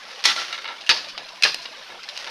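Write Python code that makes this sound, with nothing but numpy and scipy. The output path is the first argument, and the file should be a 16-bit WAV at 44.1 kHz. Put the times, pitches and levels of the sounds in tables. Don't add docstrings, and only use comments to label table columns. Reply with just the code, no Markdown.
import sys
import numpy as np
from scipy import signal
from scipy.io import wavfile
from scipy.ndimage import uniform_filter1d, minimum_filter1d

SR = 44100
rng = np.random.default_rng(int(sys.argv[2]) if len(sys.argv) > 2 else 0)


def to_wav(s):
    ch = np.atleast_2d(s).T
    pcm = np.round(np.clip(ch, -1, 1) * 32767)
    wavfile.write(sys.argv[1], SR, pcm.astype(np.int16))


N = 101429

# (time [s], level [dB])
RUSTLE_LEVEL = [(0, -43.5), (.2, -42), (.45, -35), (.75, -48.5), (1.0, -41), (1.15, -49), (1.38, -47),
                (1.58, -44.5), (1.72, -46.5), (1.84, -43.5), (2.0, -50), (2.13, -42.5), (2.219, -35.5),
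                (2.3, -39.5)]
# (frequency [Hz], level [dB])
RUSTLE_COLOUR = [(60, -41.5), (500, -7.5), (1500, 0), (3000, 0.5), (4500, -1.5), (5800, -4), (7500, -25),
                 (10000, -23), (16000, -44)]
# (frequency [Hz], level [dB])
FOLIAGE_COLOUR = [(25, -8), (60, -38), (100, -28), (170, -9.5), (300, -12.5), (550, -6.5), (950, -6),
                  (1500, -8), (2800, -4.5), (5200, -6), (7500, -28), (10000, -27), (13000, -33),
                  (16000, -58)]
STEM_RINGS = { "first": [(847, 43, 3), (1340, 18, 6), (1972, 18, 10), (3120, 260, -3.5), (3605, 34, 1),
              (3930, 35, 3), (4270, 36, 4.5), (5500, 220, 3.5)], "second": [(1750, 300, 9), (2600, 260, 9)],
              "second, split open": [(913, 22, 12), (1740, 250, 7), (2585, 120, 9), (2860, 60, 8.5),
              (3903, 70, 7.5), (4130, 52, 5), (4600, 140, 11.5), (5010, 180, 12.5)],
              "third": [(1710, 92, 6), (2530, 200, 11), (4140, 160, 8), (4900, 200, 8.5)],
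              "third, split open": [(1670, 120, 10.5), (2780, 130, 6.5), (5020, 110, 12)],
              "loose": [(920, 68, 13), (1348, 53, 15.5), (1720, 63, 11.5), (2170, 130, 13), (2860, 92, 9.5),
              (3770, 150, 9)], "twig": [(2880, 100, 6), (3840, 400, 4), (4940, 560, 3.5)],
              "shoot": [(2795, 130, 19)], "crown": [(4450, 380, 6), (5220, 330, 10.5)]}
# (frequency [Hz], level [dB])
BAMBOO_COLOUR = [(30, -41), (100, -28.5), (250, -20), (500, -12), (900, -8.5), (1700, -1.5), (3000, 1),
                 (4200, 2), (5300, -3), (6200, -6.5), (7600, -24), (9000, -22), (13000, -35.5),
                 (16000, -49)]
# (time [s],
# level [dB], hold [s], fade by 60 dB [s], bass [dB], top treble [dB], stem name)
SNAPS = [ (0.106, -39, 0.0097, 0.052, 5, 3, "loose"), (0.5270, -23, 0.0039, 0.028, -6, 0, "loose"),
         (0.538, -29.5, 0.014, 0.05, 1.5, -6, "loose"), (0.5787, -29, 0.0022, 0.014, 2, -3, "loose"),
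         (0.586, -29.5, 0.0026, 0.055, 2, -8, "loose"), (0.644, -28, 0.0019, .016, 4, -18, "loose"),
         (0.6544, -26.5, 0.0016, 0.062, 1, -23, "loose"), (0.6775, -26.5, 0.0025, 0.018, 3.5, -14, "loose"),
         (0.6856, -28, 0.004, 0.045, 8.5, -14, "loose"), (0.694, -34.5, 0.0066, 0.31, 16.5, -16, "loose"),
         (0.8083, -38, 0.016, 0.035, -21, 1, "twig"), (.8646, -31.5, 0.0035, 0.15, -30, 7, "shoot"),
         (1.043, -35, 0.0055, 0.059, -3, -7, "twig"), (1.0814, -36, 0.02, 0.052, -14, 3, "crown"),
         (1.1780, -24.5, 0.0012, 0.04, 7, -6, "twig"), (1.1920, -39, 0.018, 0.077, 20, -25, "twig"),
         (1.287, -36.5, 0.0058, 0.024, -9, 1, "twig"), (1.617, -40.5, 0.03, 0.018, -7, 9.5, "crown"),
         (1.6545, -28.5, 0.0025, 0.04, 9.5, -14, "twig"), (1.898, -42.5, 0.06, 0.051, 26, -6, "loose"),
         (2.0327, -34, 0.001, 0.08, -20, 1, "crown"), (2.0880, -29, 0.005, 0.05, -6, 2, "twig"),
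         (2.1560, -37, 0.013, 0.026, -18, -8, "shoot"), (2.1670, -31.5, 0.0006, 0.012, -10, 1, "twig"),
         (2.1750, -24, 0.0015, 0.03, -1, 6, "twig"), (2.266, -33.5, 0.006, 0.17, 15.5, -10, "loose")]
# (time [s], level [dB], hold [s], fade by 60 dB [s], bass [dB], top treble [dB], stem name)
CHOP_EVENTS = [ (.2402, -19.5, 0.012, 0.03, -7, 5, "first"),
               (0.2540, -5.5, 0.0017, 0.011, 2, 3.5, "first"),
               (0.2573, -7, 0.00064, 0.032, -6.5, 8, "first"),
               (.2620, -21.5, 0.056, 0.08, 2, -0.5, "first"),
               (.3600, -27.5, 0.036, 0.31, 6.5, 0.5, "first"), (0.8924, -8, 0.003, .02, 1, 2.5, "second"),
               (0.8970, -8.5, 0.007, 0.05, 1, -2, "second, split open"),
               (0.9115, -12, 0.0014, 0.068, 9.5, -4, "second, split open"),
               (0.940, -29.5, 0.035, 0.13, 8.5, -5, "crown"),
               (1.4350, -6.5, 0.0051, 0.052, -12, 4, "third"),
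               (1.4506, -11, 0.00096, 0.016, 9.5, -10, "third, split open"),
               (1.4545, -21, 0.018, 0.083, 10.5, -4, "third, split open"),
               (1.4595, -18, 0.0007, 0.013, 8.5, -5, "third, split open"),
               (1.474, -27.5, 0.023, 0.069, 2, -7, "crown")]
# (time [s], level [dB], hold [s], fade by 60 dB [s], bass [dB], top treble [dB], stem name)
CLOSE_CLICKS = [(1.4237, -14, 0.0022, 0.008, -15, 9.5, "third"),
                (1.545, -16.5, 0.0005, 0.011, 7, 16, "twig")]
# (frequency [Hz], fade by 60 dB [s])
THICKET_FADE = [(150, 1.9), (600, -0.1), (1500, 0.63), (4500, 0.48), (8000, 0.44), (15000, 0.6)]
# (frequency [Hz], level [dB])
THICKET_COLOUR = [(60, -26), (160, -4), (500, -4), (1500, -13), (3000, -13.5), (4800, -9), (7000, -9),
                  (15000, -5)]
# (time [s], level [dB])
THUMPS = [(0.253, -39), (0.8937, -33), (1.438, -56)]
# (start time [s], length [s], level [dB])
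SPLIT = (.2680, 0.047, -17.5)
# (time of the peak [s], length [s], level [dB])
RUBS = [(.3020, .055, -24.5), (0.383, .045, -25), (0.425, .06, -34.5), (.5090, .028, -34.5)]

LEAF_TICKS_PER_S, LEAF_SPREAD_DB, LEAF_SWAY_DB = 1900, 3.5, 1.6
AIR_DB, AIR_PATCH_DB = -45, 3.5
TAP_DB, TAP_LOW_HZ, TAP_HIGH_HZ = -46.5, 481.3, 4264
TAPS_PER_S, TAP_SPREAD_DB, TAP_T60_S = 150, 3, 0.06
BASS_HZ, TREBLE_HZ = 1110, 6100
FIBRES_PER_S, FIBRE_SPREAD_DB = 1300, 2.5
TEAR_SHARE, FIRST_FIBRE = 0.47, 1.14
ECHO_DB, SNAP_ECHO_DB, ECHO_DELAY_S = -1.5, -3, 0.011
NEAR_DB, NEAR_T60_S, NEAR_ECHOES_PER_S, NEAR_SPREAD_DB = -12.5, 0.1, 780, 8.3
THUMP_HZ, THUMP_T60_S = 60.4, 0.011
SLIP_GAP_S, SLIP_UNEVEN = 0.0056, 0.355
SLIP_HOLD_S, SLIP_T60_S = 0.00054, 0.0072
RUB_HZ, RUB_WIDTH_HZ = 1355, 50
CEILING, LIMIT_S = 0.9, 0.0004
EDGE_HZ = 15600


def amp(db):
    return 10 ** (np.asarray(db) / 20)


def unit(x):
    return x / np.sqrt(np.mean(x ** 2) + 1e-20)


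def fade(t, t60):
    return np.exp(-np.log(1000) * t / t60)


def read(points, hz):
    f, value = np.transpose(points)
    return np.interp(np.log(hz + 1), np.log(f + 1), value)


def add(mix, s, sound):
    part = mix[round(s * SR):][:len(sound)]
    part += sound[:len(part)]


def bins(size=8192):
    return np.fft.rfftfreq(size, 1 / SR)


def ring(gain):
    log_gain = np.log(np.maximum(gain, 1e-6))
    mirrored = np.concatenate([log_gain, log_gain[-2:0:-1]])
    spectrum = np.exp(np.conj(signal.hilbert(mirrored)))
    response = np.fft.ifft(spectrum).real[:len(gain)]
    return response / np.linalg.norm(response)


def ticks(n, per_s, spread_db):
    chance, size, sign = rng.random((3, n))
    size = np.minimum(-np.log(size + 1e-9), 3)
    return (chance < per_s / SR) * amp(spread_db * size) * np.sign(sign - 0.5)


def leaves():
    slow = uniform_filter1d(rng.standard_normal(N), size=700)
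    sway = unit(uniform_filter1d(slow, size=500))
    level = np.interp(np.arange(N) / SR, *np.transpose(RUSTLE_LEVEL)) + LEAF_SWAY_DB * sway
    grains = unit(ticks(N, LEAF_TICKS_PER_S, LEAF_SPREAD_DB)) * amp(level)
    return signal.fftconvolve(grains, ring(amp(read(RUSTLE_COLOUR, bins()))))[:N]


def air():
    hz, _, z = signal.stft(rng.standard_normal(N), SR, nperseg=1024, noverlap=768)
    patches = uniform_filter1d(rng.standard_normal(z.shape), size=6, axis=0)
    patches = unit(uniform_filter1d(patches, size=9, axis=1))
    z = z * amp(read(FOLIAGE_COLOUR, hz)[:, None] + AIR_PATCH_DB * patches)
    wash = signal.istft(z, SR, nperseg=1024, noverlap=768)[1][:N]
    return amp(AIR_DB) * unit(wash)


def taps(count=48):
    t, out = np.arange(SR // 10) / SR, np.zeros(N)
    for k, detune in enumerate(rng.random(count)):
        hz = TAP_LOW_HZ * (TAP_HIGH_HZ / TAP_LOW_HZ) ** ((k + detune) / count)
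        soft_start = 1 - np.exp(-hz * t)
        note = np.sin(2 * np.pi * hz * t) * fade(t, TAP_T60_S) * soft_start
        out += signal.oaconvolve(ticks(N, TAPS_PER_S / count, TAP_SPREAD_DB), note)[:N]
    return amp(TAP_DB) * unit(out)


def crack(level_db, hold, t60, bass_db, treble_db, stem):
    t, hz = np.arange(SR // 2) / SR, bins()
    fibres = unit(ticks(len(t), FIBRES_PER_S, FIBRE_SPREAD_DB))
    fibres += TEAR_SHARE * rng.standard_normal(len(t))
    fibres[0] = FIRST_FIBRE * np.sqrt(SR / FIBRES_PER_S)
    shape = amp(-60 * np.maximum(t - hold, 0) / t60)
    drive = fibres * shape
    drive *= np.linalg.norm(shape) / np.linalg.norm(drive)
    power = 1
    for f, width, db in STEM_RINGS[stem]:
        power = power + amp(db) ** 2 / (1 + (2 * (hz - f) / width) ** 2)
    bass = bass_db / (1 + (hz / BASS_HZ) ** 4)
    treble = treble_db / (1 + (TREBLE_HZ / (hz + 1)) ** 6)
    colour = np.sqrt(power) * amp(read(BAMBOO_COLOUR, hz) + bass + treble)
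    return amp(level_db) * signal.fftconvolve(drive, ring(colour))


def strikes(table):
    out = np.zeros(N)
    for s, *row in table:
        add(out, s, crack(*row))
    return out


def loose_snaps():
    return strikes(SNAPS)


def thicket(x):
    t = np.arange(SR) / SR
    hz, when, z = signal.stft(rng.standard_normal(SR), SR, nperseg=256)
    t60 = read(THICKET_FADE, hz)[:, None]
    even_energy = np.sqrt(2 * np.log(1000) / (t60 * SR))
    z = z * amp(read(THICKET_COLOUR, hz))[:, None] * fade(when, t60) * even_energy
    tail = signal.istft(z, SR, nperseg=256)[1][:SR]
    near = ticks(SR, NEAR_ECHOES_PER_S, NEAR_SPREAD_DB) * fade(t, NEAR_T60_S)
    near = signal.lfilter([0.5, 0.5], [1], near / np.linalg.norm(near))
    out = np.zeros(N)
    add(out, ECHO_DELAY_S, signal.fftconvolve(x, tail + amp(NEAR_DB) * near))
    return out


def chops():
    return strikes(CHOP_EVENTS)


def thumps():
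    t, out = np.arange(SR // 4) / SR, np.zeros(N)
    push = np.cos(2 * np.pi * THUMP_HZ * t) * fade(t, THUMP_T60_S)
    for s, db in THUMPS:
        add(out, s, amp(db) * push)
    return out


def split():
    start, length, db = SPLIT
    out, s = np.zeros(N), start
    for gap, size in rng.uniform(-1.2, 1, (30, 2)):
        if s < start + length:
            add(out, s, crack(db + 2 * size, SLIP_HOLD_S, SLIP_T60_S, 0, -2.7, "first"))
        s += SLIP_GAP_S * (1 + SLIP_UNEVEN * gap)
    return out


def rubs():
    out = np.zeros(N)
    for s, length, db in RUBS:
        t = np.arange(0, length, 1 / SR)
        wander = np.cumsum(rng.standard_normal(SR // 4))[:len(t)]
        wander *= np.sqrt(2 * np.pi * RUB_WIDTH_HZ / SR)
        phase = 2 * np.pi * RUB_HZ * t + uniform_filter1d(wander, size=60)
        swell = np.sin(np.pi * t / length) ** 2
        add(out, s - length / 2, amp(db) * swell * np.sin(phase))
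    return out


def close_clicks():
    return strikes(CLOSE_CLICKS)


def scene():
    without_echo = leaves() + air() + close_clicks() + taps()
    cane = chops() + thumps() + split() + rubs()
    snaps = loose_snaps()
    echo = thicket(amp(ECHO_DB) * cane + amp(SNAP_ECHO_DB) * snaps)
    return (cane + snaps + echo + without_echo)[None]


def record(dry):
    size = max(round(LIMIT_S * SR), 3)
    gain = np.minimum(1, CEILING / (abs(dry) + 1e-9))
    smooth_gain = uniform_filter1d(minimum_filter1d(gain, size), size)
    low_pass = signal.firwin(255, EDGE_HZ, window=("kaiser", 9), fs=SR)
    return signal.oaconvolve(dry * smooth_gain, low_pass[None], "same")


dry = scene()
out = record(dry)
to_wav(out)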